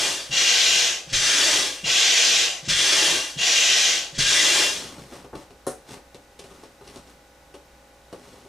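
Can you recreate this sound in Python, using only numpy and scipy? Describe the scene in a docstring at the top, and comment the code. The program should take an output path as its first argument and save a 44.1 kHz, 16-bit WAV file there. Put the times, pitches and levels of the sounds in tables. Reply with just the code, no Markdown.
"""Hand pump and vinyl inflatable

A double-action pump fills an inflatable in a small room hung with tarpaulin. Air rushes through valves
and hose on each pull and push; the pump bumps the floor at each turn. Then hands knock and rub the taut
vinyl and work the nozzle out, and the valve plug pops. A small fan hums faintly throughout."""
import sys
import numpy as np
from scipy import signal
from scipy.fft import rfft, irfft, next_fast_len
from scipy.io import wavfile
from scipy.ndimage import uniform_filter1d, map_coordinates

SR = 44100
rng = np.random.default_rng(int(sys.argv[2]) if len(sys.argv) > 2 else 0)


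def dump(signal):
    """Clip the signal to [-1, 1] and save it as 16-bit WAV at the path in sys.argv[1]."""
    limited = np.clip(np.atleast_2d(signal).T, -1, 1)
    pcm = np.round(limited * 32767).astype(np.int16)
    wavfile.write(sys.argv[1], SR, pcm)


N = 373968
TIME = np.arange(N) / SR

# handle strokes, up and down: start_s, hold_s, flow_db
PULLS = [(0.304, .58, -17.3), (1.836, .62, -17.1), (3.371, .58, -17.3)]
PUSHES = [(-0.42, .505, -20.6), (1.124, .47, -18.3), (2.68, .455, -18.1), (4.179, .46, -17.5)]  # the first is already under way at 0 s
# valve jet spectrum on a push: freq_hz, level_db
PUSH_JET = [(700, -43), (1250, -12), (1600, -5), (2200, -5.5), (2900, -2.5), (3350, -.5), (4300, -5.5),
            (5200, -2), (6400, -0.5), (7300, -7), (8800, -11.5), (10000, -32), (15500, -50)]
# standing waves of the pump barrel: freq_hz, width_hz, lift_db
BARREL_MODES = [(1600, 150, 6.5), (1990, 80, 5), (2410, 130, 5), (2780, 100, 7.5), (3140, 150, 6.5),
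                (3450, 110, 5), (3810, 75, 6.5), (4200, 70, 7), (4580, 100, 5), (4960, 70, 2.5),
                (5280, 70, 2), (5620, 60, 3)]
# spectrum of a dull, heavy contact: freq_hz, level_db
THUD_SPECTRUM = [(40, -10), (90, -12), (140, 2), (210, -2.5), (320, -7.5), (600, -28), (1500, -70)]


def amp(db):
    """Decibels to amplitude."""
    return 10 ** (np.asarray(db) / 20)


def unit(x):
    """Scale to rms 1."""
    return x / np.sqrt(np.mean(x ** 2) + 1e-20)


def along(points, hz):
    """Interpolate (freq_hz, value) points on a log axis."""
    freq_hz, values = np.transpose(points)
    return np.interp(np.log(hz + 1), np.log(freq_hz + 1), values)


def fade(t, t60_s):
    """Decay by 60 dB in t60_s."""
    return np.exp(-np.log(1000) * t / t60_s)


def onset(t, rise_s):
    """Exponential rise from 0 to 1."""
    return 1 - np.exp(-t / rise_s)


def swell(centre_s, sigma_s):
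    """Bell-shaped rise and fall."""
    return np.exp(-.5 * ((TIME - centre_s) / sigma_s) ** 2)


def wobble(rate_hz):
    """Smooth random curve, rate_hz knots a second."""
    return map_coordinates(rng.standard_normal(int(N * rate_hz / SR) + 4), [TIME * rate_hz])


def filtered(x, response):
    """Apply a gain given as a function of frequency."""
    n = x.shape[-1]
    padded = next_fast_len(n + SR // 4)
    return irfft(rfft(x, padded) * response(np.fft.rfftfreq(padded, 1 / SR)), padded)[..., :n]


def noise(spectrum, resonances=()):
    """Coloured noise of rms 1, lifted at its resonances."""
    def response(f):
        lift_db = sum(db / (1 + (2 * (f - hz) / width_hz) ** 2) for hz, width_hz, db in resonances)
        return amp(along(spectrum, f) + lift_db)
    return unit(filtered(rng.standard_normal(N), response))


def ring(modes, t):
    """Damped modes of alternating sign, slightly different on every blow."""
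    out = np.zeros(len(t))
    for k, (hz, db, t60_s) in enumerate(modes):
        decay = amp(db + rng.normal(0, 1)) * fade(t, t60_s)
        out += (-1) ** k * decay * np.sin(2 * np.pi * hz * rng.normal(1, .015) * t)
    return out


def add(track, start_s, sound):
    """Mix a sound in at start_s."""
    part = track[round(start_s * SR):][:len(sound)]
    part += sound[:len(part)]


def spread(pair):
    """Two unrelated signals become left and right, alike in the bass."""
    # left-right likeness of the room: freq_hz, correlation
    likeness = [(60, .998), (130, 1), (250, 0.95), (500, 0.92), (1000, 0.57), (4000, .52), (10000, 0.75)]
    angle = lambda f: np.arccos(np.clip(along(likeness, f), -1, 1)) / 2
    mid, side = filtered(pair, lambda f: np.array([np.cos(angle(f)), np.sin(angle(f))]))
    return np.array([mid + side, mid - side])


def room(x, wet_db):
    """Direct sound plus a short stereo tail from the draped walls, at unchanged power."""
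    # room decay: freq_hz, t60_s
    decay_times = [(150, 0.29), (600, 0.25), (3000, 0.23), (12000, 0.26)]
    hz, t, bins = signal.stft(rng.standard_normal((2, SR // 2)), SR, nperseg=256)
    bins *= fade(t, along(decay_times, hz)[:, None])
    tail = spread(signal.istft(bins, SR, nperseg=256)[1])
    wet = signal.fftconvolve(x[None], tail / np.linalg.norm(tail[0]), axes=1)[:, :N]
    return (x + amp(wet_db) * wet) / np.hypot(1, amp(wet_db))


def background(air_db, hum_gain_db, waver_rad):
    """Room air and the slightly unsteady hum of a small fan."""
    # room air: freq_hz, level_db
    air_spectrum = [(25, -6), (45, -2), (59, 3), (80, -8), (135, -5), (200, -7), (290, -3), (400, -7),
                    (750, -5), (1200, -10), (2300, -13), (3300, -16.5), (6000, -17.5), (10000, -23.5),
                    (15000, -29)]
    # fan tones: pitch_hz, level_db
    fan_tones = [(59.2, -62), (511.4, -66), (559.9, -64.5), (818.3, -65), (1480, -70), (1970, -74.5)]
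    hum = sum(amp(db + hum_gain_db) * np.sin(2 * np.pi * hz * TIME + waver_rad * wobble(7))
              for hz, db in fan_tones)
    return amp(air_db) * spread(np.array([noise(air_spectrum), noise(air_spectrum)])) + hum


def whine(level_db, pitch_hz, pulse_hz):
    """A very faint, high tone that pulses quickly."""
    pulses = np.sin(np.pi * pulse_hz * TIME) ** 10
    return amp(level_db) * pulses * np.sin(2 * np.pi * pitch_hz * TIME + wobble(20))


def rubs(grain_db):
    """Sliding hands stick and slip on the vinyl."""
    # slides: centre_s, level_db, sigma_s
    slides = [(4.83, -40, 0.077), (5.0, -45.5, .06), (5.157, -42.5, 0.046), (5.4, -46, 0.034),
              (5.92, -37.5, 0.027), (6.56, -51, .11), (6.877, -48, .03), (6.963, -47.5, 0.035),
              (7.095, -50.5, .035), (8.3, -50, .12)]
    # friction: freq_hz, level_db
    friction_spectrum = [(50, -14), (150, 5), (400, 1.5), (900, -1.5), (1600, -9.5), (5000, -11.5),
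                         (9000, -16), (15000, -32)]
    pressure = sum(amp(db) * swell(centre_s, sigma_s) for centre_s, db, sigma_s in slides)
    return pressure * unit(noise(friction_spectrum) * amp(grain_db * wobble(400)))


def knocks(skin_gain_db, crease_gain_db, thud_gain_db):
    """A touch sets off the dense, hollow modes of the inflatable and snaps a crease."""
    # hand and nozzle contacts: start_s, skin_db, crease_db, thud_db
    contacts = [(5.121, -31.5, -55, -48), (5.243, -32.5, -53, -50), (5.33, -25.5, -67, -46),
                (5.352, -33, -45.5, -48), (5.505, -38.5, -56, -52), (5.968, -35.5, -50, -49),
                (6.145, -35, -48, -68), (6.391, -33.5, -41.5, -59), (6.44, -37.5, -45, -62),
                (6.506, -37, -51, -61), (6.634, -36.5, -51, -61), (6.808, -37, -56.5, -56),
                (6.874, -44, -46, -52), (6.959, -35.5, -48, -46), (7.541, -32, -46.5, -62),
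                (8.127, -26, -44, -47), (8.331, -40, -53, -60), (8.447, -40, -58, -62)]
    # air-filled skin and its creases: freq_hz, level_db
    skin_spectrum = [(50, -35), (140, -5), (250, -8), (380, .5), (550, -2), (800, -5), (1100, -11.5),
                     (1700, -21), (3000, -38), (8000, -60)]
    crease_spectrum = [(500, -30), (1500, -8.5), (2400, 9.5), (4000, 6), (7000, 1.5), (10500, -2),
                       (15000, -31)]
    skin, crease, thud = np.zeros((3, N))
    t = np.arange(SR // 2) / SR
    body = onset(t, rise_s=.00063) * fade(t, t60_s=.14)
    for start_s, skin_db, crease_db, thud_db in contacts:
        add(skin, start_s, amp(skin_db + skin_gain_db) * body)
        add(thud, start_s, amp(thud_db + thud_gain_db) * body)
        add(crease, start_s, amp(crease_db + crease_gain_db) * fade(t, t60_s=.099))
    hollow = skin * noise(skin_spectrum) + thud * noise(THUD_SPECTRUM)
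    crackle = unit(noise(crease_spectrum) * amp(5.6 * wobble(1500)))
    return hollow + crease * crackle


def plug_pop(ring_gain_db, crack_gain_db, crack_t60_s):
    """The valve plug snaps over and the air behind it rings."""
    # plug snap: start_s, level_db
    snaps = [(5.667, -14)]
    # air behind the plug: pitch_hz, level_db, t60_s
    cavity_modes = [(145, -20, 0.19), (242, -11, 0.11), (303, -6, 0.084), (382, -4, 0.13), (453, -3.5, .15),
                    (540, -1.5, 0.13), (591, -9, 0.14), (673, -7.5, 0.11), (765, -8, 0.12),
                    (904, -12, 0.054), (1040, -11, 0.073), (1430, -28, .06), (1640, -17, 0.042)]
    # crack of the plug: freq_hz, level_db
    crack_spectrum = [(300, 1), (1500, 2.5), (2500, -8.5), (4800, -8.5), (6200, -1.5), (7300, -4.5),
                      (8800, -1.5), (10300, 0), (12000, -14.5), (15000, -22)]
    cavity, crack = np.zeros((2, N))
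    t = np.arange(SR // 2) / SR
    for start_s, db in snaps:
        add(cavity, start_s, amp(db + ring_gain_db) * ring(cavity_modes, t))
        add(crack, start_s, amp(db + crack_gain_db) * fade(t, crack_t60_s))
    return cavity + crack * noise(crack_spectrum)


def floor_bumps(ring_gain_db, thud_gain_db, rock_db, rock_lead_s, floor_db):
    """Each reversal jolts and rings the pump's foot; before a push it rocks, then leans on the floor."""
    # stroke reversals: start_s, level_db, rise_s
    turns = [(0.292, -30, 0.004), (1.117, -28, 0.004), (1.832, -29.5, 0.0036), (2.673, -23, 0.004),
             (3.356, -31, 0.0034), (4.175, -24, 0.004), (4.974, -30.5, 0.004)]
    # pump on the floor: pitch_hz, level_db, t60_s
    foot_modes = [(131, 0.5, 0.36), (156.8, 2.5, .3), (186, -7.5, 0.28), (234, -10.5, 0.087),
                  (325, -1, 0.11), (555, -6.5, 0.65)]
    # floor under the weight of a push: freq_hz, level_db
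    floor_spectrum = [(18, -4), (35, -3), (48, -14), (80, 0), (105, -12), (140, 2), (250, -30), (600, -70)]
    foot, jolt, weight = np.zeros((3, N))
    t = np.arange(SR) / SR
    for start_s, db, rise_s in turns:
        add(foot, start_s, amp(db + ring_gain_db) * ring(foot_modes, t) * onset(t, rise_s))
        add(jolt, start_s, amp(db + thud_gain_db) * fade(t, t60_s=.24) * onset(t, rise_s))
    for start_s, _, _ in PUSHES[1:]:
        add(foot, start_s - rock_lead_s, amp(rock_db) * ring(foot_modes, t) * onset(t, rise_s=.0094))
        add(weight, start_s, amp(floor_db) * fade(t, t60_s=.48) * onset(t, rise_s=.011))
    return foot + jolt * noise(THUD_SPECTRUM) + weight * noise(floor_spectrum)


def hose_whistles(gain_db, jitter_rad):
    """Airy, unsteady tones shed by the ribs of the hose early in every stroke."""
    # rib tones: delay_s, pitch_hz, level_db, sigma_s
    pull_tones = [(.045, 2790, -22.5, .023), (.05, 3330, -26, .022)]
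    push_tones = [(.03, 3320, -29, .018), (.12, 3250, -25.5, .031)]
    jitter = jitter_rad * wobble(130)
    flicker = unit(amp(5 * wobble(90)))
    out = np.zeros(N)
    for strokes, tones in ((PULLS, pull_tones), (PUSHES, push_tones)):
        for delay_s, hz, db, sigma_s in tones:
            bursts = sum(swell(start_s + delay_s, sigma_s) for start_s, _, _ in strokes)
            out += amp(db + gain_db) * bursts * np.sin(2 * np.pi * hz * TIME + jitter)
    return flicker * out


def valve_flap(spit_db, spit_delay_s, seep_gain_db, seep_lead_s):
    """Air seeps past the flap, which snaps open with a bright spit as a push begins."""
    spit = np.zeros(N)
    t = np.arange(SR // 4) / SR
    for start_s, _, _ in PUSHES[1:]:
        add(spit, start_s + spit_delay_s, amp(spit_db) * fade(t, t60_s=.16))
    seep = sum(amp(db + seep_gain_db) * swell(start_s - seep_lead_s, seep_lead_s)
               for start_s, _, db in PUSHES)
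    return (spit + seep) * noise(PUSH_JET, BARREL_MODES)


def turbulence(x, depth_db):
    """Turbulence favours now one standing wave, now another, at steady total power."""
    bins = signal.stft(x, nperseg=1024)[2]
    patches = uniform_filter1d(rng.standard_normal(bins.shape), size=3, axis=0)
    patches = uniform_filter1d(patches, size=9, axis=1)
    patchy = bins * amp(depth_db * unit(patches))
    patchy *= np.linalg.norm(bins, axis=0) / (np.linalg.norm(patchy, axis=0) + 1e-12)
    return unit(signal.istft(patchy, nperseg=1024)[1][:N])


def flow_envelope(t, hold_s, level_db, attack_s, swell_db_per_s, release_db_per_s):
    """Flow builds up, runs with the piston and dies as the arm slows into the turn."""
    ease_s, stop_s = .035, .27  # the piston rests stop_s after the hold ends
    slowing_s = ease_s * np.logaddexp(0, (t - hold_s) / ease_s)
    cutoff = np.exp(-np.maximum(t - hold_s - stop_s, 0) / ease_s)
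    flow_db = level_db + swell_db_per_s * (t - slowing_s) - release_db_per_s * slowing_s
    return onset(t, attack_s) * cutoff * amp(flow_db)


def airflow(strokes, jet_spectrum, hose_spectrum, shapes, flutter_db):
    """Air jets through a flap valve, rings the barrel and rushes down the hose."""
    # treble fizz: freq_hz, level_db
    fizz_spectrum = [(3000, -37), (7000, -3.5), (8700, 1), (10500, -4), (12500, -13), (15500, -25.5)]
    layers = dict(jet=turbulence(noise(jet_spectrum, BARREL_MODES), depth_db=1.5),
                  hose=noise(hose_spectrum),
                  fizz=noise(fizz_spectrum, BARREL_MODES))
    out = np.zeros(N)
    for start_s, hold_s, db in strokes:
        on = TIME >= start_s
        for name, sound in layers.items():
            out[on] += amp(db) * flow_envelope(TIME[on] - start_s, hold_s, *shapes[name]) * sound[on]
    # the flap trembles in the turbulent stream
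    return out * amp(flutter_db * wobble(60) + .35 * wobble(300))


def pull_strokes():
    """The handle rises: the rush of air builds gently and stays nearly level."""
    # valve jet and hose rush: freq_hz, level_db
    jet_spectrum = [(700, -56), (1250, -16), (1600, -8), (2200, -4.5), (2900, -1.5), (3350, -1),
                    (4300, -4.5), (5200, -2), (6200, 0), (7000, -4.5), (8200, -12), (10000, -22.5),
                    (12500, -28), (15500, -42)]
    hose_spectrum = [(30, -24.5), (130, -12), (250, -13), (350, -1.5), (550, -3), (780, 1), (970, -8),
                     (1120, -2), (1300, -7.5), (2000, -16), (4000, -60)]
    # envelope per layer: level_db, attack_s, swell_db_per_s, release_db_per_s
    shapes = dict(jet=(.7, .055, -1.2, 160), hose=(-20, .025, 1, 100), fizz=(-23.3, .13, 0, 120))
    return airflow(PULLS, jet_spectrum, hose_spectrum, shapes, flutter_db=.33)


def push_strokes(sag_db, sag_delay_s, sag_sigma_s):
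    """The handle goes down: air starts sharply and sags briefly once the first pressure is spent."""
    # hose rush: freq_hz, level_db
    hose_spectrum = [(30, -26), (130, -11), (250, -13), (340, 0), (450, -2.5), (560, 2), (680, -3),
                     (970, -7), (1120, -3.5), (1300, -9.5), (2000, -18), (4000, -60)]
    # envelope per layer: level_db, attack_s, swell_db_per_s, release_db_per_s
    shapes = dict(jet=(-.1, .012, 0, 108), hose=(-22.3, .008, 23, 115), fizz=(-18.2, .01, 12, 102))
    sag = sum(swell(start_s + sag_delay_s, sag_sigma_s) for start_s, _, _ in PUSHES)
    return amp(sag_db * sag) * airflow(PUSHES, PUSH_JET, hose_spectrum, shapes, flutter_db=.43)


def scene():
    """Pump and vinyl slightly to the left in the room, over floor bumps and background."""
    pulls = pull_strokes()
    pushes = push_strokes(sag_db=-3.5, sag_delay_s=.068, sag_sigma_s=.026)
    pushes += valve_flap(spit_db=-26.5, spit_delay_s=.007, seep_gain_db=-18, seep_lead_s=.015)
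    pump = room(pulls, wet_db=-2) + room(pushes, wet_db=-2)
    pump += room(hose_whistles(gain_db=.5, jitter_rad=1.6), wet_db=-1)
    vinyl = knocks(skin_gain_db=-4.5, crease_gain_db=2.5, thud_gain_db=5.5) + rubs(grain_db=2.5)
    vinyl += plug_pop(ring_gain_db=-5.5, crack_gain_db=-16, crack_t60_s=.22)
    mix = pump * amp([[.7], [-.7]]) + room(vinyl, wet_db=-3) * amp([[.5], [-.5]])
    mix += floor_bumps(ring_gain_db=-12, thud_gain_db=-9.5, rock_db=-43.5, rock_lead_s=.06,
                       floor_db=-31.5)
    mix += background(air_db=-54.5, hum_gain_db=3.5, waver_rad=.96)
    return mix + whine(level_db=-63.5, pitch_hz=3820, pulse_hz=30)


def record(dry):
    """Brick-wall low-pass at 15.5 kHz."""
    return filtered(dry, lambda hz: hz < 15500)


dry = scene()
out = record(dry)
dump(out)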